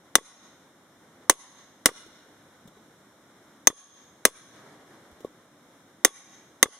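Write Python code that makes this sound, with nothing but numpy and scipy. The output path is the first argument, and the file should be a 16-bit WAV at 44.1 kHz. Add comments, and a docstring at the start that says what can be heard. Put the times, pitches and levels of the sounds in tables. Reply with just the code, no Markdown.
"""A hammer drives a hand-held steel chisel into a timber post, outdoors, close to a camera: three blows come first.
Each cracks, rings the steel, thumps, knocks the post and rebounds, while the yard answers with scattered echoes.
Then the blade scrapes and bumps back into the cut, sleeves rustle, and birds pip and whistle faintly.
Two blows, more rustling and resetting, and two last blows follow, all over a steady distant wash and hiss.
Sources are damped modes, shaped noise and gliding tones; loud peaks make the camera duck and clip."""
import sys
import numpy as np
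from scipy import signal
from scipy.fft import rfft, irfft, next_fast_len
from scipy.io import wavfile
from scipy.ndimage import map_coordinates

SR = 44100
rng = np.random.default_rng(int(sys.argv[2]) if len(sys.argv) > 2 else 0)


def wrap_up_sound(samples):
    """Save the sound to the file named by the first command line argument, as 16-bit audio."""
    columns = np.atleast_2d(samples).T
    # keep every value between -1 and 1, then stretch to whole-number steps
    tamed = np.clip(columns, -1, 1)
    steps = np.round(tamed * 32767).astype(np.int16)
    wavfile.write(sys.argv[1], SR, steps)


N = 299439  # samples


def amp(db):
    """Decibels to gain."""
    return 10 ** (np.asarray(db) / 20)


def unit(x):
    """Scale to rms 1."""
    return x / np.sqrt(np.mean(x ** 2) + 1e-20)


def along(points, hz):
    """Read (frequency, value) points on a log frequency axis."""
    f, v = np.transpose(points)
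    return np.interp(np.log(hz + 1), np.log(f), v)


def wobble(rate):
    """A smooth random curve with rate knots a second."""
    knots = rng.standard_normal(int(N * rate / SR) + 4)
    return map_coordinates(knots, [np.arange(N) * rate / SR])


def filtered(x, response):
    """Filter x by a complex response of frequency, zero-padded against wrap-around."""
    n = x.shape[-1]
    padded = next_fast_len(n + SR // 5)
    spectrum = rfft(x, padded) * response(np.fft.rfftfreq(padded, 1 / SR))
    return irfft(spectrum, padded)[..., :n]


def noise(spectrum, n, side):
    """Coloured stereo noise of rms 1; the side curve sets how far the channels differ at each frequency."""
    def colour(hz):
        side_db = np.array([0 * hz, along(side, hz)])
        return amp(along(spectrum, hz) + side_db)

    mid, apart = filtered(rng.standard_normal((2, n)), colour)
    return unit(np.array([mid + apart, mid - apart]))


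def add(track, start_s, sound):
    """Mix a sound into a track, cutting it at the track's end."""
    part = track[:, round(start_s * SR):][:, :sound.shape[-1]]
    part += sound[..., :part.shape[1]]


# stereo spread of the work close by: pitch_hz, side_minus_mid_db
WORK_WIDTH = [(100, -17), (1000, -18.5), (2100, -9.5), (2900, 1.5), (6000, -4.5), (9000, -2.5), (14000, -4)]


def ring(modes, t, pitch=1, blur=0):
    """Damped modes vary in strength and tuning at each contact; blur widens each line by a share of its pitch."""
    out = np.zeros((2, len(t)))
    for k, (hz, db, t60) in enumerate(modes):
        size_db, detune, way = rng.normal(0, [1.2, .004, 1])
        # a random walk in phase widens the line
        drift = np.cumsum(rng.standard_normal(len(t))) * np.sqrt(2 * np.pi * blur * hz / SR)
        # opposite phase offsets in the two channels give the mode its width
        offsets = np.sign(way) * np.arctan(amp(along(WORK_WIDTH, hz))) * np.array([[1], [-1]])
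        envelope = amp(db + size_db - 60 * t / t60)
        phase = 2 * np.pi * hz * pitch * (1 + detune) * t + drift + offsets
        out += (-1) ** k * envelope * np.sin(phase)
    return out


# hammer blows, relative levels: start_s, force_db, ring_db (how squarely the face lands),
# bite_db (how deep the edge goes), thump_db (a low thump), rebound_db
HAMMER_BLOWS = [(0.1542, -1, -3.5, -0.5, -29.5, -17), (1.2968, 0.5, -2.5, 3, -21, -23),
                (1.858, -3, -11, 2, -13, -16), (3.672, -1.5, 5, -1.5, -15.5, -15),
                (4.2524, -1, -9, 2, -13, -25.5), (6.0484, 1, -1.5, -1, -16.5, -22.5),
                (6.628, 0, -4.5, -2.5, -15.5, -13.5)]
BEND_DB, HIGH_DB, SING_DB = -1.5, -1, -1  # ringing parts of an ordinary blow
# a deep bite grips the blade; a square hit softens the high rings and sings on (dB per dB)
GRIP_PER_BITE, SPARE_PER_RING, SING_PER_RING = 1, 0.52, 0.98
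LOW_SING_DB = 4.5  # the lowest lasting ring, over the bending modes
RING_SPREAD_DB, YARD_DB = -7, 5  # share of the ringing that reaches the yard; the yard's answer
REBOUND_S, SETTLE_S = 0.028, 0.027  # the chisel's first flight, and the second


def hammering():
    """Steel meets steel, the edge splits wood, the post knocks, and the chisel falls back into the cut twice."""
    out, t = np.zeros((2, N)), np.arange(SR * 3 // 4) / SR
    for start_s, force_db, ring_db, bite_db, thump_db, rebound_db in HAMMER_BLOWS:
        # the landing of the face and the grip of the cut decide which rings speak
        bend_db = BEND_DB - GRIP_PER_BITE * bite_db
        high_db = HIGH_DB - SPARE_PER_RING * ring_db
        sing_db = SING_DB + SING_PER_RING * ring_db
        ringing = blow_ring(t, bend_db, ring_db, high_db)
        singing = shimmer(t, [bend_db + LOW_SING_DB, sing_db, high_db])
        post = post_knock(t)
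        crack = splitting_crack(t)
        fibres = snapping_fibres(t)
        close = ringing + singing + post + thump(t, thump_db) + crack + amp(bite_db) * fibres
        add(out, start_s, amp(force_db + 0.5) * close)

        sent = 2 * fibres + (crack + post + amp(RING_SPREAD_DB) * ringing) / 2
        answer = amp(YARD_DB) * yard(sent)
        add(out, start_s, amp(force_db) * answer)

        rebound_s = start_s + REBOUND_S
        add(out, rebound_s, amp(rebound_db + 10) * rebound(t))
        settling = ring(BLADE_KNOCK, t) * (1 - np.exp(-t / 0.0036))
        add(out, rebound_s + SETTLE_S, amp(rebound_db - 9.5) * settling)
    return out


# the chisel's low bending modes: pitch_hz, level_db (relative), t60_s
BENDING_MODES = [(1124, -11.5, 0.075), (1779, 0.5, 0.013), (2028, -3, 0.028), (3440, -17.5, 0.12),
                 (3700, -7, 0.036)]
# its bright modes, damped by the fist and the cut: pitch_hz, level_db (relative), t60_s
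BRIGHT_MODES = [(5834, -4.5, 0.016), (5960, -6.5, 0.043), (6330, 0, .045)]
# the highest rings of the blow, the lowest of them a short ring from the camera's notch:
# pitch_hz, level_db (relative), t60_s
HIGH_RINGS = [(7810, -15.5, 0.028), (8640, -19, 0.02), (8870, -5.5, 0.011), (9670, -16.5, 0.0067),
              (10790, -12, 0.039), (14260, -15.5, 0.013)]
SEIZE_S, SEIZE_SPREAD_S, SEIZE_DB = 0.013, 0.0025, -5


def blow_ring(t, bend_db, bright_db, high_db):
    """Damped modes of the chisel and the highest rings; all drop as fist and cut seize the steel after the blow."""
    bending = amp(bend_db) * ring(BENDING_MODES, t, blur=0.014)
    bright = amp(bright_db) * ring(BRIGHT_MODES, t)
    high = amp(high_db) * ring(HIGH_RINGS, t, blur=0.0057)
    seized = (1 + np.tanh((t - SEIZE_S) / SEIZE_SPREAD_S)) / 2
    return (bending + bright + high) * amp(SEIZE_DB * seized)


# wood fibres parting under the edge: pitch_hz, density_db (relative, per Hz)
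SPLIT_COLOUR = [(30, -21.5), (150, -20), (600, 2), (1500, -2), (2800, -3.5), (4000, -6.5), (6000, -1),
                (10000, -1), (11500, -14.5), (15000, -6.5)]


def splitting_crack(t):
    """Wood splits in an instant burst of noise that falls 60 dB in 26 ms."""
    return amp(2 - 60 * t / 0.026) * noise(SPLIT_COLOUR, len(t), WORK_WIDTH)


def snapping_fibres(t):
    """Fibres snap in uneven clumps, duller and longer than the first crack."""
    clumps = unit(amp(3 * wobble(700)[:len(t)]))
    snaps = clumps * noise(SPLIT_COLOUR, len(t), WORK_WIDTH)
    duller = signal.lfilter(*signal.butter(2, 13000, fs=SR), snaps)
    return amp(-12.5 - 60 * t / 0.079) * duller


# the post's modes: pitch_hz (before tuning), level_db (relative), t60_s
POST_MODES = [(226, -14.5, 0.037), (296.8, -11.5, 0.044), (385, -9.5, 0.037), (503, -12, 0.047),
              (739, -13, .02), (840, -19.5, 0.0057)]
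POST_PITCH, POST_DB = 1.05, 2  # tuning ratio; level in an ordinary blow


def post_knock(t):
    """The heavy post takes a few milliseconds to get moving, then rings briefly."""
    return amp(POST_DB) * ring(POST_MODES, t, POST_PITCH) * (1 - np.exp(-t / 0.004))


def thump(t, thump_db):
    """A low thump: a single pulse peaking after 1 ms."""
    return amp(thump_db) * t / .001 * np.exp(-t / .001)


# faint lasting ring of the steel: pitch_hz, level_db (relative), t60_s (before the echo swells)
SINGING_BANDS = [(1110, -55, .8), (6470, -45, .9), (10570, -61, .6)]
RETURN_DB = 9  # the lasting ring's lift over the echo curve


def shimmer(t, levels_db):
    """The lasting ring comes back scattered as narrow noise bands, swelling with the yard's answer."""
    out = 0
    skirts = [(.8, -90), (.955, -18), (1, 0), (1.045, -16), (1.25, -90)]  # pitch ratio, dB
    for (hz, db, t60), level_db in zip(SINGING_BANDS, levels_db):
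        band = [(hz * ratio, level) for ratio, level in skirts]
        out = out + amp(db + level_db - 60 * t / t60) * noise(band, len(t), WORK_WIDTH)
    return amp(RETURN_DB + echo_db(t)) * out


# the blade pressed on wood: pitch_hz, level_db (relative), t60_s (before each contact's own shaping)
BLADE_KNOCK = [(300, -5.5, 0.016), (437, 0, 0.018), (560, -3.5, .014), (1150, -24.5, 0.056)]


def rebound(t):
    """A soft, slightly rattling contact wakes mostly the low modes of wood and steel."""
    modes = ring(BLADE_KNOCK, t, blur=.1) + amp(-1) * ring(BENDING_MODES, t, blur=.09)
    softened = modes * (1 - np.exp(-t / .004)) * amp(-60 * t / 0.11)
    return signal.lfilter(*signal.butter(2, 1300, fs=SR), softened)


# near and far surfaces that return the sound: delay_s, level_db (relative), fade_db_per_s
ECHO_SURFACES = [(0.105, -6.5, 57.5), (0.3, -4.5, 14)]
SCATTER_DB, ECHO_RISE_DB = -14.5, 42  # the ground's even scatter; an echo's climb over its own delay


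def echo_db(t):
    """Level of the returning sound: even scatter, and a swell from each reflector."""
    swells = []
    for delay, db, fade in ECHO_SURFACES:
        before, after = ECHO_RISE_DB * (1 - t / delay), fade * (t - delay)
        swells.append(db - np.maximum(before, after))
    return 10 * np.log10(amp(SCATTER_DB) ** 2 + np.sum(amp(swells) ** 2, axis=0))


# the yard's decay, before the echo swells: pitch_hz, t60_s
YARD_DECAY = [(200, 0.39), (1100, 0.89), (3500, 1), (6400, 0.77), (10000, 0.53), (14000, 0.26)]
# colour of the echo: pitch_hz, level_db (relative)
ECHO_COLOUR = [(100, -14), (600, -4), (1200, -2), (2000, -0.5), (2700, -8), (3600, 3), (5000, -7),
               (6200, 1.5), (7500, -10.5), (10500, 2.5), (12000, -10), (16000, -15.5)]
# stereo spread of the surroundings: pitch_hz, side_minus_mid_db
AIR_WIDTH = [(60, -18), (110, -17), (200, -21.5), (380, -21), (700, -11), (1290, -9), (2380, -2),
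             (4400, -0.5), (8120, 1), (15000, 5)]


def yard(blow):
    """Ground and fence scatter a blow at once; trees and walls answer later: convolution with shaped noise."""
    scatter = noise([(20, 0.0029), (20000, 0.015)], SR, AIR_WIDTH)  # practically white in the mid
    hz, t, grains = signal.stft(scatter, SR, nperseg=256)
    decay_db = along(ECHO_COLOUR, hz)[:, None] - 60 * t / along(YARD_DECAY, hz)[:, None] + echo_db(t)
    tail = signal.istft(grains * amp(decay_db), SR, nperseg=256)[1] / np.sqrt(SR)
    return signal.fftconvolve(blow.mean(axis=0)[None], tail, axes=1)


# blade and hand touching the post: start_s, knock_db (relative),
# speed_ratio (slows both pitch and decay of the modes), scrape_db (relative)
BLADE_TOUCHES = [(2.063, -45.5, 0.86, -49), (2.652, -45, 0.46, -62), (2.675, -54, 0.38, -44),
                 (2.769, -47.5, 0.89, -60), (5.114, -55.5, 0.17, -51), (5.205, -45, 0.94, -46.5),
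                 (5.2465, -23.5, 0.96, -46)]


def touches():
    """The edge bumps (damped modes) and scrapes (fading noise) as it is set back into the mortise."""
    out, t = np.zeros((2, N)), np.arange(SR // 8) / SR
    # pitch_hz, density_db
    scrape_colour = [(300, 21.5), (2500, 0), (3600, 15.5), (4500, 0), (6000, 8), (14000, 0.5)]
    for start_s, knock_db, speed, scrape_db in BLADE_TOUCHES:
        knock = ring(BLADE_KNOCK, t * speed) * (1 - np.exp(-t / 0.00077))
        scrape = amp(-60 * t / 0.066) * noise(scrape_colour, len(t), WORK_WIDTH)
        add(out, start_s, amp(knock_db + 6.5) * knock + amp(scrape_db - 5) * scrape)
    return out


# arm movements that rustle the sleeves: middle_s, length_s, level_db (before the unevenness)
ARM_MOVES = [(1.2, 0.28, -61), (2.605, 0.57, -66), (4.665, 0.22, -53.5), (5.03, 0.45, -56.5)]
# rustling cloth: pitch_hz, density_db (relative, per Hz)
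CLOTH_COLOUR = [(59, -31), (100, -7), (130, -2), (477, -0.5), (595, -2.5), (2020, -9.5), (2620, -22),
                (3470, -18.5), (12000, -30.5), (15600, -61.5), (22000, -120)]
FIDGET_DB = -66  # clothes between the movements, before the unevenness


def clothes():
    """Cloth rubs as unevenly flickering noise, swelling with each arm movement."""
    t = np.arange(N) / SR
    power = amp(FIDGET_DB) ** 2
    for middle_s, length_s, db in ARM_MOVES:
        power = power + amp(db) ** 2 * np.exp(-(2 * (t - middle_s) / length_s) ** 2)
    return np.sqrt(power) * amp(2.1 * wobble(33)) * noise(CLOTH_COLOUR, N, AIR_WIDTH)


# a far bird's run of pips
PIPS_FROM_S, PIPS_TO_S, PIP_GAP_S, PIP_SCATTER_S = 2.28, 3.5, 0.095, 0.015
PIP_HZ, PIP_S, PIP_DB, PIP_SPREAD_DB = 1487, 0.02, -64.5, 1.5
# another bird, one note: start_s, pitch_hz (mid-note), length_s, level_db
THIN_WHISTLE = (2.71, 3900, 0.1, -68)


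def birds():
    """A loose run of faint short pips and one thin whistle: sine tones, each sagging a little in pitch."""
    out = np.zeros((2, N))
    notes = [THIN_WHISTLE]
    for start_s in np.arange(PIPS_FROM_S, PIPS_TO_S, PIP_GAP_S):
        late, loud = rng.standard_normal(2)
        notes.append((start_s + PIP_SCATTER_S * late, PIP_HZ, PIP_S, PIP_DB + PIP_SPREAD_DB * loud))
    for start_s, hz, length_s, db in notes:
        u = np.linspace(0, 1, round(length_s * SR))
        phase = 2 * np.pi * np.cumsum(hz * (1 - 0.019 * (u - .5))) / SR
        add(out, start_s, amp(db) * np.sin(np.pi * u) * np.sin(phase))
    return out


# the distant wash and hiss: pitch_hz, density_db (relative, per Hz)
AIR_COLOUR = [(15, -69), (25, -34.5), (114, -10), (301, -4), (476, -13.5), (516, -9), (796, -14.5),
              (1480, -14.5), (2220, -22), (2610, -29.5), (3720, -21.5), (4610, -34), (5430, -25.5),
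              (12200, -34.5), (16000, -41)]


def outdoors():
    """A distant wash and hiss: coloured noise, steady but for a slight slow drift in level."""
    return amp(-58.0 + 0.49 * wobble(4.9)) * noise(AIR_COLOUR, N, AIR_WIDTH)


def scene():
    """The work close by, the yard around it."""
    return hammering() + touches() + clothes() + birds() + outdoors()


def gain_control(x, threshold_db, attack_s, recovery_db_per_s):
    """Peaks over the threshold pull the gain down; it recovers at a steady rate in dB."""
    over = np.maximum(20 * np.log10(np.abs(x).max(axis=0) + 1e-9) - threshold_db, 0)
    ramp = recovery_db_per_s * np.arange(N) / SR
    held = np.maximum.accumulate(over + ramp) - ramp
    pole = np.exp(-1 / (attack_s * SR))
    return x * amp(-signal.lfilter([1 - pole], [1, -pole], held))


# narrow dips in the camera's response: pitch_hz, width_hz
RESPONSE_DIPS = [(2600, 170), (4620, 360), (7900, 220)]
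TOP_HZ = 16050  # steep upper limit


def record(dry):
    """Notched response, gain control too slow for the first milliseconds, clipping, band limits."""
    def dips(f):
        return np.prod([(c * c - f * f) / (c * c - f * f + 1j * f * w) for c, w in RESPONSE_DIPS], axis=0)

    def treble_limit(hz):
        return 1 / np.sqrt((1 + (hz / 14800) ** 30) * (1 + (hz / TOP_HZ) ** 120))

    notched = filtered(dry, dips)
    ducked = gain_control(notched, threshold_db=0.0, attack_s=0.0036, recovery_db_per_s=37.5)
    clipped = np.clip(ducked, -.92, .92)
    centred = signal.lfilter(*signal.butter(1, 4, "highpass", fs=SR), clipped)
    return filtered(centred, treble_limit)


dry = scene()
out = record(dry)
wrap_up_sound(out)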